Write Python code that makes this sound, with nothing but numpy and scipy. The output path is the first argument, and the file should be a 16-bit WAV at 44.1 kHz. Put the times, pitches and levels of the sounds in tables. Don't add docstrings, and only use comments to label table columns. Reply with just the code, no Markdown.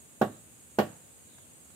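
import sys
import numpy as np
from scipy.fft import rfft, irfft, next_fast_len
from scipy.io import wavfile
from scipy.ndimage import map_coordinates

SR = 44100
rng = np.random.default_rng(int(sys.argv[2]) if len(sys.argv) > 2 else 0)


def log_audio(samples):
    frames = np.atleast_2d(samples).T
    limited = np.clip(frames, -1, 1)
    pcm = np.round(limited * 32767).astype(np.int16)
    wavfile.write(sys.argv[1], SR, pcm)


N = 77175


def amp(db):
    return 10 ** (np.asarray(db) / 20)


def unit(x):
    return x / np.sqrt(np.mean(x ** 2) + 1e-20)


def along(points, hz):
    frequencies, values = np.transpose(points)
    return np.interp(np.log(hz + 1), np.log(frequencies + 1), values)


def spectrum(points):
    return lambda hz: amp(along(points, hz))


def since(start_s):
    return np.maximum(np.arange(N) / SR - start_s, 0)


def wobble(rate_hz):
    return map_coordinates(rng.standard_normal(N // 10), [np.arange(N) * rate_hz / SR], mode="wrap")


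def filtered(x, response):
    size = next_fast_len(N + SR // 2)
    return irfft(rfft(x, size) * response(np.fft.rfftfreq(size, 1 / SR)), size)[..., :N]


def pan(left_minus_right_db):
    return amp(np.array([[.5], [-.5]]) * left_minus_right_db)


def noise(gain, coherence=None):
    def mid_side_gains(hz):
        angle = np.arccos(np.clip(along(coherence, hz), -1, 1) if coherence else 0 * hz) / 2
        return gain(hz) * np.array([np.cos(angle), np.sin(angle)])
    mid, side = filtered(rng.standard_normal((2, N)), mid_side_gains)
    return unit(np.array([mid + side, mid - side]))


# frequency_hz, relative_db
AIR_SPECTRUM = [(15, -63), (25, -46), (43, -31), (69, -2), (241, -1), (276, -4), (378, -7.5), (454, -8),
                (497, -8), (936, -15), (2070, -18), (2590, -16), (5600, -23), (7280, -57), (12300, -120)]
# frequency_hz, coherence
AIR_COHERENCE = [(60, 0.55), (290, 0.42), (700, 0.21), (1500, 0)]


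def air(level_db=-59.5, cutoff_hz=6200):
    def gain(hz):
        return amp(along(AIR_SPECTRUM, np.minimum(hz, 5500))) / (1 + (hz / cutoff_hz) ** 8)
    return amp(level_db) * noise(gain, AIR_COHERENCE)


# start_s, length_s, start_hz, end_hz, level_db
FAR_CALLS = [(.25, .17, 4050, 3700, -71), (1.21, .3, 4350, 2950, -70), (1.7, .1, 4150, 4100, -72)]


def chirps(width_hz=400):
    out = np.zeros((2, N))
    for start_s, length_s, start_hz, end_hz, level_db in FAR_CALLS:
        progress = np.minimum(since(start_s) / length_s, 1)
        pitch_hz = start_hz + (end_hz - start_hz) * progress
        tone = np.sin(2 * np.pi * np.cumsum(pitch_hz) / SR)
        smear = noise(lambda hz: np.exp(-(hz / width_hz) ** 2))
        out += amp(level_db) * np.sin(np.pi * progress) * unit(tone * smear)
    return out


# frequency_hz, relative_db
CHORUS_SPECTRUM = [(4000, -44), (6000, -7.5), (7000, -4.5), (9500, 1), (10200, -2.5), (10750, -8.5),
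                   (11200, -8), (12300, -3.5), (14000, -10), (15700, -13)]
# frequency_hz, left_minus_right_db
CHORUS_PAN = [(7000, -6), (9000, -3), (10200, 9.5), (11500, 13.5), (15000, 9.5)]
# pitch_hz, width_hz, relative_db, left_minus_right_db
INSECT_VOICES = [(6745, 150, -64, -3), (7600, 160, -65, -7), (7950, 140, -65.5, -5), (8450, 220, -69, -2),
                 (8830, 230, -63, -2), (9200, 180, -68, 2)]


def insects(chorus_db=-61, voices_db=-.5, core_width_hz=30.4, core_db=-5, flutter_db=-.5):
    def band(pitch_hz, width_hz):
        return noise(lambda hz: 1 / (1 + 2 * ((hz - pitch_hz) / width_hz) ** 2))
    chorus = filtered(noise(spectrum(CHORUS_SPECTRUM)), lambda hz: pan(along(CHORUS_PAN, hz)))
    out = amp(chorus_db) * unit(chorus)
    for pitch_hz, width_hz, relative_db, pan_db in INSECT_VOICES:
        voice = unit(band(pitch_hz, width_hz) + amp(core_db) * band(pitch_hz, core_width_hz))
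        out += voice * amp(voices_db + relative_db + flutter_db * wobble(rate_hz=40)) * pan(pan_db)
    return out


# frequency_hz, coherence
CONTACT_COHERENCE = [(150, 1), (400, 1), (1200, 0.27), (3000, 0.15), (9000, 0.1)]


def burst(points, start_s, level_db, t60_s):
    t = since(start_s)
    return noise(spectrum(points), CONTACT_COHERENCE) * amp(level_db - 60 * t / t60_s) * (t > 0)


def brighten(x, brightness_db, edge_hz=1760):
    return filtered(x, lambda hz: amp(brightness_db * (1.5 - 1 / (1 + (hz / edge_hz) ** 6))))


# frequency_hz, relative_db
TAP_SPECTRUM = [(150, -22), (450, -12), (700, -2), (1100, 1), (1500, -7), (4000, -12), (12000, -22)]
# start_s, unfiltered_level_db, brightness_db
LEG_TAPS = [(1.291, -55, -18), (1.383, -53, 1), (1.559, -69, -8), (1.656, -55, -10), (1.703, -53.5, -1.5)]


def legs():
    return sum(brighten(burst(TAP_SPECTRUM, start_s, level_db, t60_s=0.042), brightness_db)
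               for start_s, level_db, brightness_db in LEG_TAPS)


# delay_s, relative_db
THUMP_PATHS = [(0, 0), (.00495, -7), (.0138, -2.5), (.0348, -14)]


def thump(centre_s, width_s=0.00037, level_db=-12.5):
    def pulse(phase):
        return phase * np.exp(.5 - phase ** 2 / 2)
    t = np.arange(N) / SR - centre_s
    return amp(level_db) * sum(amp(db) * pulse((t - delay_s) / width_s) for delay_s, db in THUMP_PATHS)


# pitch_hz, relative_db, t60_s
SURFACE_MODES = [(106.4, -34.5, 0.33), (146.8, -25.5, 0.15), (209, -18.5, 0.17), (245.7, -36.5, 0.34),
                 (311, -34, 0.27), (374.6, -28, 0.18), (415.5, -27, 0.17), (499, -20, 0.094),
                 (602, -22.5, 0.17), (691, -54, 0.093), (737, -25, 0.16), (803.5, -20, 0.098),
                 (1094, -36, .12), (1130, -31, 0.18), (1448.4, -23, 0.065), (1574, -27, 0.042),
                 (1655, -32.5, 0.092), (1822, -40.5, 0.19)]
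# pitch_hz, relative_db, t60_s
SHELL_MODES = [(1480, -25, .035), (2790, -42, .18), (2913, -44, .17), (3260, -48, .12), (4220, -44, .05),
               (4550, -52, .1)]


def modes(start_s, level_db=-1.5, attack_s=0.0026, spread_rad=0.64):
    t, out = since(start_s), np.zeros((2, N))
    for k, (pitch_hz, relative_db, t60_s) in enumerate(SURFACE_MODES + SHELL_MODES):
        ear_phase = spread_rad * rng.standard_normal() * min(pitch_hz / 500, 1) * np.array([[1], [-1]])
        decay = amp(relative_db - 60 * t / t60_s)
        out += (-1) ** k * decay * np.sin(2 * np.pi * pitch_hz * t + ear_phase)
    return amp(level_db) * out * (1 - np.exp(-t / attack_s))


# frequency_hz, relative_db
RING_SPECTRUM = [(30, -30), (70, -20), (130, -8), (300, -3), (550, 0.24), (820, -1), (980, -10), (1150, -7),
                 (1600, -7), (1850, -9), (2100, -18), (3000, -17), (4800, -27), (9000, -31), (15000, -40)]
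# centre_hz, t60_s
RING_DECAY = [(100, 0.63), (250, 0.27), (600, 0.19), (1500, 0.14), (4000, 0.17), (12000, 0.067)]


def ring(start_s, tail_db, level_db=-24, attack_s=0.00092, tail_t60_s=0.55):
    t = since(start_s)
    dense = noise(spectrum(RING_SPECTRUM), CONTACT_COHERENCE)
    out = amp(tail_db - 60 * t / tail_t60_s) * noise(spectrum(RING_SPECTRUM))
    for centre_hz, t60_s in RING_DECAY:
        band_weights = [(hz, hz == centre_hz) for hz, _ in RING_DECAY]
        band = filtered(dense, lambda hz: along(band_weights, hz))
        out += band * amp(level_db - 60 * t / t60_s)
    return out * (1 - np.exp(-t / attack_s))


# frequency_hz, relative_db
CRACK_SPECTRUM = [(800, 5), (2500, -10.5), (5000, 5), (9000, -4), (15000, 1.5)]
# frequency_hz, relative_db
SIZZLE_SPECTRUM = [(3000, -26), (9500, -11), (12200, 6), (14500, -4), (15700, -4.5)]
# frequency_hz, gain_db
PLACEMENT_COLOUR = [(750, -0.5), (1000, 1), (1200, -2.5), (1450, 0), (1750, 0.5), (2800, 4), (3750, -0.5),
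                    (4300, 3.5), (7000, 1), (12000, 1)]
# frequency_hz, left_minus_right_db
KNOCK_BALANCE = [(150, -0.2), (400, -3.5), (1400, -3.5), (2800, 1), (5000, -5.5), (8000, -13), (12000, 11)]
# start_s, gain_db, placement, sizzle_offset_db, tail_db
SHELL_KNOCKS = [(0.2141, -0.7, -1.13, -5, -44), (0.7864, 0.83, 1, -1.5, -42.5)]


def knocks(contact_delay_s=0.00088, sizzle_db=-43, low_cut_hz=89):
    out = np.zeros((2, N))
    for start_s, gain_db, placement, sizzle_offset_db, tail_db in SHELL_KNOCKS:
        contact_s = start_s + contact_delay_s
        crack = burst(CRACK_SPECTRUM, contact_s, level_db=-38, t60_s=0.021)
        body = thump(contact_s) + crack + modes(start_s) + ring(start_s, tail_db)
        coloured = filtered(body, lambda hz: amp(placement * along(PLACEMENT_COLOUR, hz)))
        sizzle = burst(SIZZLE_SPECTRUM, contact_s, sizzle_db + sizzle_offset_db, t60_s=0.2)
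        out += amp(gain_db) * (coloured + sizzle)
    high_pass = lambda hz: hz ** 3 / np.hypot(hz ** 3, low_cut_hz ** 3)
    return filtered(out, lambda hz: high_pass(hz) * pan(along(KNOCK_BALANCE, hz)))


def scene():
    return knocks() + legs() + insects() + chirps() + air()


def record(dry):
    peak_limit, top_hz = 0.34, 15760
    rounded = dry / (1 + (dry / peak_limit) ** 6) ** (1 / 6)
    return filtered(rounded, lambda hz: hz < top_hz)


dry = scene()
out = record(dry)
log_audio(out)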